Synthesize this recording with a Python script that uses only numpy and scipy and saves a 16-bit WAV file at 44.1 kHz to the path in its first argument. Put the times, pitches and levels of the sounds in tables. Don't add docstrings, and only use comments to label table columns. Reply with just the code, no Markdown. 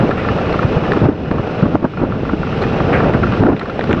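import sys
import numpy as np
from scipy import signal
from scipy.fft import rfft, irfft
from scipy.io import wavfile
from scipy.ndimage import uniform_filter1d

SR = 44100
rng = np.random.default_rng(int(sys.argv[2]) if len(sys.argv) > 2 else 0)


def to_wav(s):
    ch = np.atleast_2d(s).T
    pcm = np.round(np.clip(ch, -1, 1) * 32767)
    wavfile.write(sys.argv[1], SR, pcm.astype(np.int16))


N = 176400
TIME = np.arange(N) / SR

# t/s, level/dB
ROAR_LEVEL = [(0, -15), (.15, -21.5), (.45, -19), (.6, -20.5), (.95, -18), (1.2, -19), (1.55, -19),
              (1.72, -18), (1.8, -21.5), (1.92, -30), (2.02, -12), (2.2, -21), (2.5, -23.5), (2.8, -19),
              (3.1, -13), (3.25, -23), (3.45, -21), (3.65, -20.5), (4, -23)]
# f/Hz, relative level/dB
ROAR_SPECTRUM = [(30, -28.5), (120, -12), (250, -9.5), (450, -1), (650, -4), (1000, -14), (1400, -14),
                 (2000, -27.5), (4000, -51.5), (8000, -80.5)]
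HISS_SPECTRUM = [(300, -0.5), (1300, 3.5), (2100, -3.5), (2650, -2), (3050, -6), (3900, -11.5), (4600, -17),
                 (5200, -17.5), (5900, -22.5), (6500, -30), (8300, -39.5), (9500, -56), (12000, -69)]
# f/Hz, level/dB relative to the rolling noise, bandwidth/Hz
BODY_MODES = [(296.2, -8.5, 67), (406.3, -8, 55), (497.76, -7.5, 62), (776.6, -12.5, 45)]
# f/Hz, level/dB, bandwidth/Hz
SINGING_MODES = [(1991, -51.5, 7.6), (2206, -51.5, 15), (2468, -44.5, 22), (2609.5, -48.5, 39),
                 (2697.7, -45.5, 14), (2895, -47, 5.7), (4200, -60, 55), (5218, -63.5, 14), (5830, -71, 12)]

def wheels(rough_db=1.5, rough_hz=50, hiss_db=-28.5, hiss_rough_db=0.68, swell_db=2, swell_hz=7):
    bumps = flutter(rough_hz)
    body = sum(amp(db) * resonance(hz, width) for hz, db, width in BODY_MODES)
    roar = unit(noise(ROAR_SPECTRUM) + body) * unit(amp(rough_db * bumps)) * level(ROAR_LEVEL)
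    hiss = noise(HISS_SPECTRUM) * amp(hiss_db + hiss_rough_db * bumps)
    singing = sum(amp(db) * resonance(hz, width) for hz, db, width in SINGING_MODES)
    return roar + hiss + singing * unit(amp(swell_db * flutter(swell_hz)))


# t/s, relative peak level/dB
GEAR_CLACKS = [(0.113, -8), (0.248, -13), (0.288, -10), (0.3861, -15.5), (0.4954, -15.5), (0.5413, -13.5),
               (0.591, -9), (0.629, -13.5), (0.768, -19), (0.839, -13.5), (0.8812, -14), (0.9364, -12.5),
               (1.384, -9.5), (1.4983, -18), (1.6554, -12), (1.936, -14), (1.9734, -11), (2.1231, -8.5),
               (2.157, -15), (2.2524, -12.5), (2.2928, -14.5), (2.3342, -15), (2.4328, -15.5), (2.545, -17),
               (2.6381, -10), (2.803, -11.5), (3.003, -10), (3.0449, -16), (3.1445, -10.5), (3.235, -7.5),
               (3.2689, -13), (3.3228, -12.5), (3.4353, -12.5), (3.467, -3.5), (3.5299, -12.5),
               (3.6145, -11), (3.6576, -12.5), (3.697, -11.5), (3.8431, -15.5), (3.9108, -15),
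               (3.9772, -15.5)]
# f/Hz, relative level/dB
CONTACT_SPECTRUM = [(300, -1), (1400, -2.5), (2500, -4.5), (4500, -4), (7000, -29.5), (11000, -57)]
# f/Hz, relative level/dB, T60/s
STEEL_MODES = [(780, -9.5, .015), (1180.3, 7, 0.035), (1356.8, 14, 0.0244), (1450, -11, 0.011),
               (1741, -3, 0.069)]

def running_gear(rise_s=0.001875, clack_gain_db=2, chatter_hz=21, chatter_db=-22.5, spread_db=6):
    t, grit, out = TIME[:2600], noise(CONTACT_SPECTRUM), np.zeros(N)
    ring = sum(amp(db - 60 * t / t60) * np.sin(2 * np.pi * hz * t) for hz, db, t60 in STEEL_MODES)
    chatter = [((k + .22 * jitter) / chatter_hz, chatter_db + spread_db * strength)
               for k, (jitter, strength) in enumerate(rng.standard_normal(size=(110, 2)))]
    clacks = [(s, db + clack_gain_db) for s, db in GEAR_CLACKS]
    for s, db in chatter + clacks:
        contact = burst(grit, s, rise_s)
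        add(out, s - rise_s, peaked(signal.fftconvolve(contact, ring), db))
    return out


# t/s, peak level/dB, emphasised f/Hz, rise time/s
CAGE_RATTLES = [(0.107, -8, 1710, 0.00235), (.526, -11.5, 4200, 0.00143), (0.59, -17.5, 1750, 0.0015),
                (0.919, -6, 1650, 0.00157), (0.933, -12, 1750, 0.00147), (1.312, -4, 1703, 0.00126),
                (2.616, -13, 5030, 0.0047), (3.135, -10, 1890, 0.00296), (3.23, -14, 1900, 0.00146),
                (3.594, -8.5, 3600, 0.00168), (3.611, -15, 1900, 0.0063), (3.661, -18.5, 1620, 0.0022),
                (3.698, -14, 3500, 0.0017), (3.839, -11, 4500, 0.00135), (3.873, -22, 5200, 0.00126),
                (3.912, -12, 1800, 0.00205)]
# f/Hz, relative level/dB
BAR_SPECTRUM = [(300, -9.5), (1000, 7.5), (1600, 4), (2400, -1), (3100, -14.5), (4000, -10), (4900, -25.5),
                (6200, -36), (8000, -31), (10000, -60)]

def cage(q=4.6, resonance_db=4.5):
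    grit, out = noise(BAR_SPECTRUM), np.zeros(N)
    for s, db, hz, rise_s in CAGE_RATTLES:
        contact = burst(grit, s, rise_s)
        band = signal.lfilter(*signal.iirpeak(hz, q, fs=SR), contact)
        add(out, s, peaked(contact + amp(resonance_db) * band, db))
    return out


# t/s, peak level/dB
METAL_KNOCKS = [(3.5652, -9), (3.7935, -12), (3.8102, -6.5), (3.9095, -14), (3.929, -5.5)]
# f/Hz, relative level/dB, T60/s
METAL_MODES = [(1150, -9.5, 0.013), (1525, 0, 0.018), (1883, 3.5, 0.011), (2410, 0.5, 0.0096),
               (2800, -3, 0.0084), (3500, -4.5, .01), (3954, -6.5, .014), (7300, -3.5, 0.009),
               (8600, -0.5, .008)]

def knocks(contact_s=0.00039, roughness=.3, rebound_s=.0045, rebound_db=-11):
    t, out = TIME[:1800], np.zeros(N)
    lowpass = signal.windows.blackman(15)
    rebounds = [(s + rebound_s, db + rebound_db) for s, db in METAL_KNOCKS]
    for s, db in METAL_KNOCKS + rebounds:
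        ring = sum(amp(mode_db - 60 * t / t60) * np.sin(2 * np.pi * (hz * t + rng.random()))
                   for hz, mode_db, t60 in METAL_MODES)
        contact = (t == 0) + roughness * rng.standard_normal(len(t)) * np.exp(-t / contact_s)
        force = signal.convolve(contact, lowpass)
        add(out, s, peaked(signal.fftconvolve(force, ring), db))
    return out


# t/s, relative level/dB
STEEL_SCRAPES = [(0.164, -22.5), (2.918, -17)]
# f/Hz, relative level/dB
FRICTION_SPECTRUM = [(500, -27.5), (1100, -1), (1600, 2.5), (2400, -0.5), (3100, -14), (4200, -34),
                     (6500, -45.5), (8800, -42.5), (10000, -75.5)]

def scrapes(rise_s=0.018, fade_s=0.0405, grain_db=1.2, grain_hz=150):
    envelope = np.zeros(N)
    for s, db in STEEL_SCRAPES:
        swell = np.clip((TIME - s) / rise_s, 0, 1)
        fade = np.exp(-np.maximum(TIME - s - rise_s, 0) / fade_s)
        envelope += amp(db) * swell * fade
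    return envelope * noise(FRICTION_SPECTRUM) * amp(grain_db * flutter(grain_hz))


# t/s, duration/s, peak level/dB, initial f/Hz, final f/Hz, turbulence/dB relative to the swirl
GUST_EDDIES = [(0, 0.0677, -4.5, 91.5, 302.3, -3.5), (0.095, 0.0104, -2, 127, 170.2, 5),
               (.645, 0.0143, -2, 95, 109.6, -14), (.765, 0.0118, -1.5, 110.6, 110, -8),
               (1.014, 0.0137, 2.5, 195.4, 174.5, -7), (1.028, 0.0351, -1, 189.9, 157, -5.5),
               (1.052, 0.0268, 4, 130, 166, -7.5), (1.084, 0.0193, 7.5, 294.5, 262.7, -4.5),
               (1.105, 0.045, -4.5, 246, 180, 9.5), (1.315, 0.0112, -1.5, 155, 140, 2),
               (1.334, 0.0224, -3, 159.2, 190, -5.5), (1.392, 0.0123, -2.5, 198, 120, -9.5),
               (1.623, 0.0244, 3.5, 157, 211.4, -10.5), (1.649, 0.0247, 0.5, 248, 250, -3.5),
               (1.743, 0.0284, 3.5, 259.1, 248.6, -6), (1.822, 0.016, 0.5, 330.9, 329, -4),
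               (1.84, 0.0231, 9, 279.7, 292.2, -0.5), (2.001, 0.059, -0.5, 233.5, 279.8, -5),
               (2.33, 0.0175, -2, 301.3, 296.7, -9.5), (3.143, 0.0216, -1, 192.3, 89.8, -5),
               (3.376, 0.0334, -7.5, 172.5, 90, -8.5), (3.403, 0.0469, 3, 161.9, 302.3, -5.5),
               (3.445, 0.0346, 5, 185.6, 417.6, -7.5), (3.48, 0.0319, 6.5, 379.6, 285, -2),
               (3.513, 0.0314, 4, 256.6, 250.5, -5), (3.542, 0.0135, -3, 190.4, 151, -10),
               (3.889, 0.0383, -2, 192.8, 283, -2), (3.933, 0.0103, 0.5, 237.7, 202, -4)]
# f/Hz, relative level/dB
GUST_SPECTRUM = [(20, -11.5), (60, -4), (110, 6), (160, -4), (280, 0.5), (500, -3), (800, -9.5),
                 (1400, -16), (2500, -36), (5000, -52.5), (10000, -74.5)]

def gusts(drive=0.77, wander_depth=0.1656, wander_hz=70, rise_s=0.003715, fade_s=0.0047):
    air, wander, out = noise(GUST_SPECTRUM), flutter(wander_hz), np.zeros(N)
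    for s, length, db, from_hz, to_hz, turbulence_db in GUST_EDDIES:
        drift = cut(wander, s, length + .03)
        t = np.arange(len(drift)) / SR
        hz = np.interp(t, [0, length], [from_hz, to_hz]) * np.exp(wander_depth * drift)
        turns = rng.random() + np.cumsum(hz) / SR
        eddy = np.sin(2 * np.pi * turns) + amp(turbulence_db) * unit(cut(air, s, len(t) / SR))
        envelope = (1 - np.exp(-(t / rise_s) ** 2)) / (1 + np.exp((t - length) / fade_s + 1))
        rounded = np.tanh(drive * peaked(eddy * envelope, 0))
        add(out, s, peaked(rounded, db))
    return out


# t/s, peak level/dB, nominal f/Hz
AIR_SLAPS = [(.0925, 0, 334), (1.312, 1.5, 191.3), (1.755, 5.5, 560), (1.8451, 1.5, 517), (2.036, 6.5, 325),
             (2.2325, 0, 400), (2.336, -6.5, 397), (2.9025, -9.5, 600), (3.437, 3, 740), (3.7922, 1, 667)]

def slaps(decay_cycles=0.23, bend=0.256, bend_hz=300):
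    drift, out = flutter(bend_hz), np.zeros(N)
    for s, db, hz in AIR_SLAPS:
        turns = np.cumsum(hz * np.exp(bend * cut(drift, s, .04))) / SR
        envelope = turns ** 2 * np.exp(-turns / decay_cycles)
        add(out, s, peaked(np.sin(2 * np.pi * turns) * envelope, db))
    return out


# t/s, level/dB
WIND_LEVEL = [(0, -18), (.15, -17.5), (.5, -19.5), (.75, -16), (1.05, -18.5), (1.2, -13), (1.4, -14),
              (1.55, -22.5), (1.7, -12.5), (1.82, -13.5), (1.9, -20.5), (2.03, -10.5), (2.3, -14.5),
              (2.5, -17.5), (2.85, -17), (3.2, -13.5), (3.5, -19), (3.7, -20), (4, -13.5)]
# f/Hz, relative level/dB
WIND_SPECTRUM = [(15, -18), (30, -10.5), (55, -2.5), (100, 1), (160, 3), (260, -1.5), (450, -9),
                 (900, -27.5), (2000, -52.5), (6000, -85)]

def wind(lumpy_db=-0.5, eddy_hz=45):
    return noise(WIND_SPECTRUM) * unit(amp(lumpy_db * flutter(eddy_hz))) * level(WIND_LEVEL)


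def noise(spectrum):
    hz, db = np.transpose(spectrum)
    f = np.fft.rfftfreq(N, 1 / SR)
    gain = amp(np.interp(np.log(f + 1), np.log(hz), db, right=-np.inf))
    return unit(irfft(rfft(rng.standard_normal(N)) * gain, N))


def flutter(rate_hz):
    f = np.fft.rfftfreq(N, 1 / SR)
    gain = f / (f + rate_hz / 10) / (1 + (f / rate_hz) ** 2)
    return unit(irfft(rfft(rng.standard_normal(N)) * gain, N))


def resonance(hz, width_hz):
    envelope = flutter(width_hz) + 1j * flutter(width_hz)
    return unit((envelope * np.exp(2j * np.pi * hz * TIME)).real)


def burst(grit, s, rise_s):
    part = cut(grit, s, .05)
    age = np.arange(len(part)) / SR / rise_s
    return part * age * np.exp(-age)


def amp(db):
    return 10 ** (np.asarray(db) / 20)


def level(curve):
    return amp(np.interp(TIME, *np.transpose(curve)))


def unit(x):
    return x / np.sqrt(np.mean(x ** 2) + 1e-20)


def peaked(x, db):
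    return amp(db) * x / (abs(x).max() + 1e-12)


def cut(x, s, length):
    return np.take(x, round(s * SR) + np.arange(round(length * SR)), mode="wrap")


def add(mix, s, sound):
    part = mix[max(round(s * SR), 0):][:len(sound)]
    part += sound[:len(part)]


def scene():
    return (wheels() + running_gear() + cage() + knocks() + scrapes() + gusts() + slaps() + wind())[None]


def record(dry, ceiling_db=-2.5, recovery_db_per_s=18.5, cutoff_hz=11500):
    over_db = np.maximum(20 * np.log10(abs(dry[0]) + 1e-9) - ceiling_db, 0)
    recovery_db = TIME * recovery_db_per_s
    held_db = np.maximum.accumulate(over_db + recovery_db) - recovery_db
    duck_db = uniform_filter1d(held_db, size=60)
    limited = np.clip(dry * amp(-duck_db), -1, 1)
    lowpass = signal.firwin(255, cutoff_hz, window=("kaiser", 9), fs=SR)
    return signal.oaconvolve(limited, lowpass[None], "same")


dry = scene()
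out = record(dry)
to_wav(out)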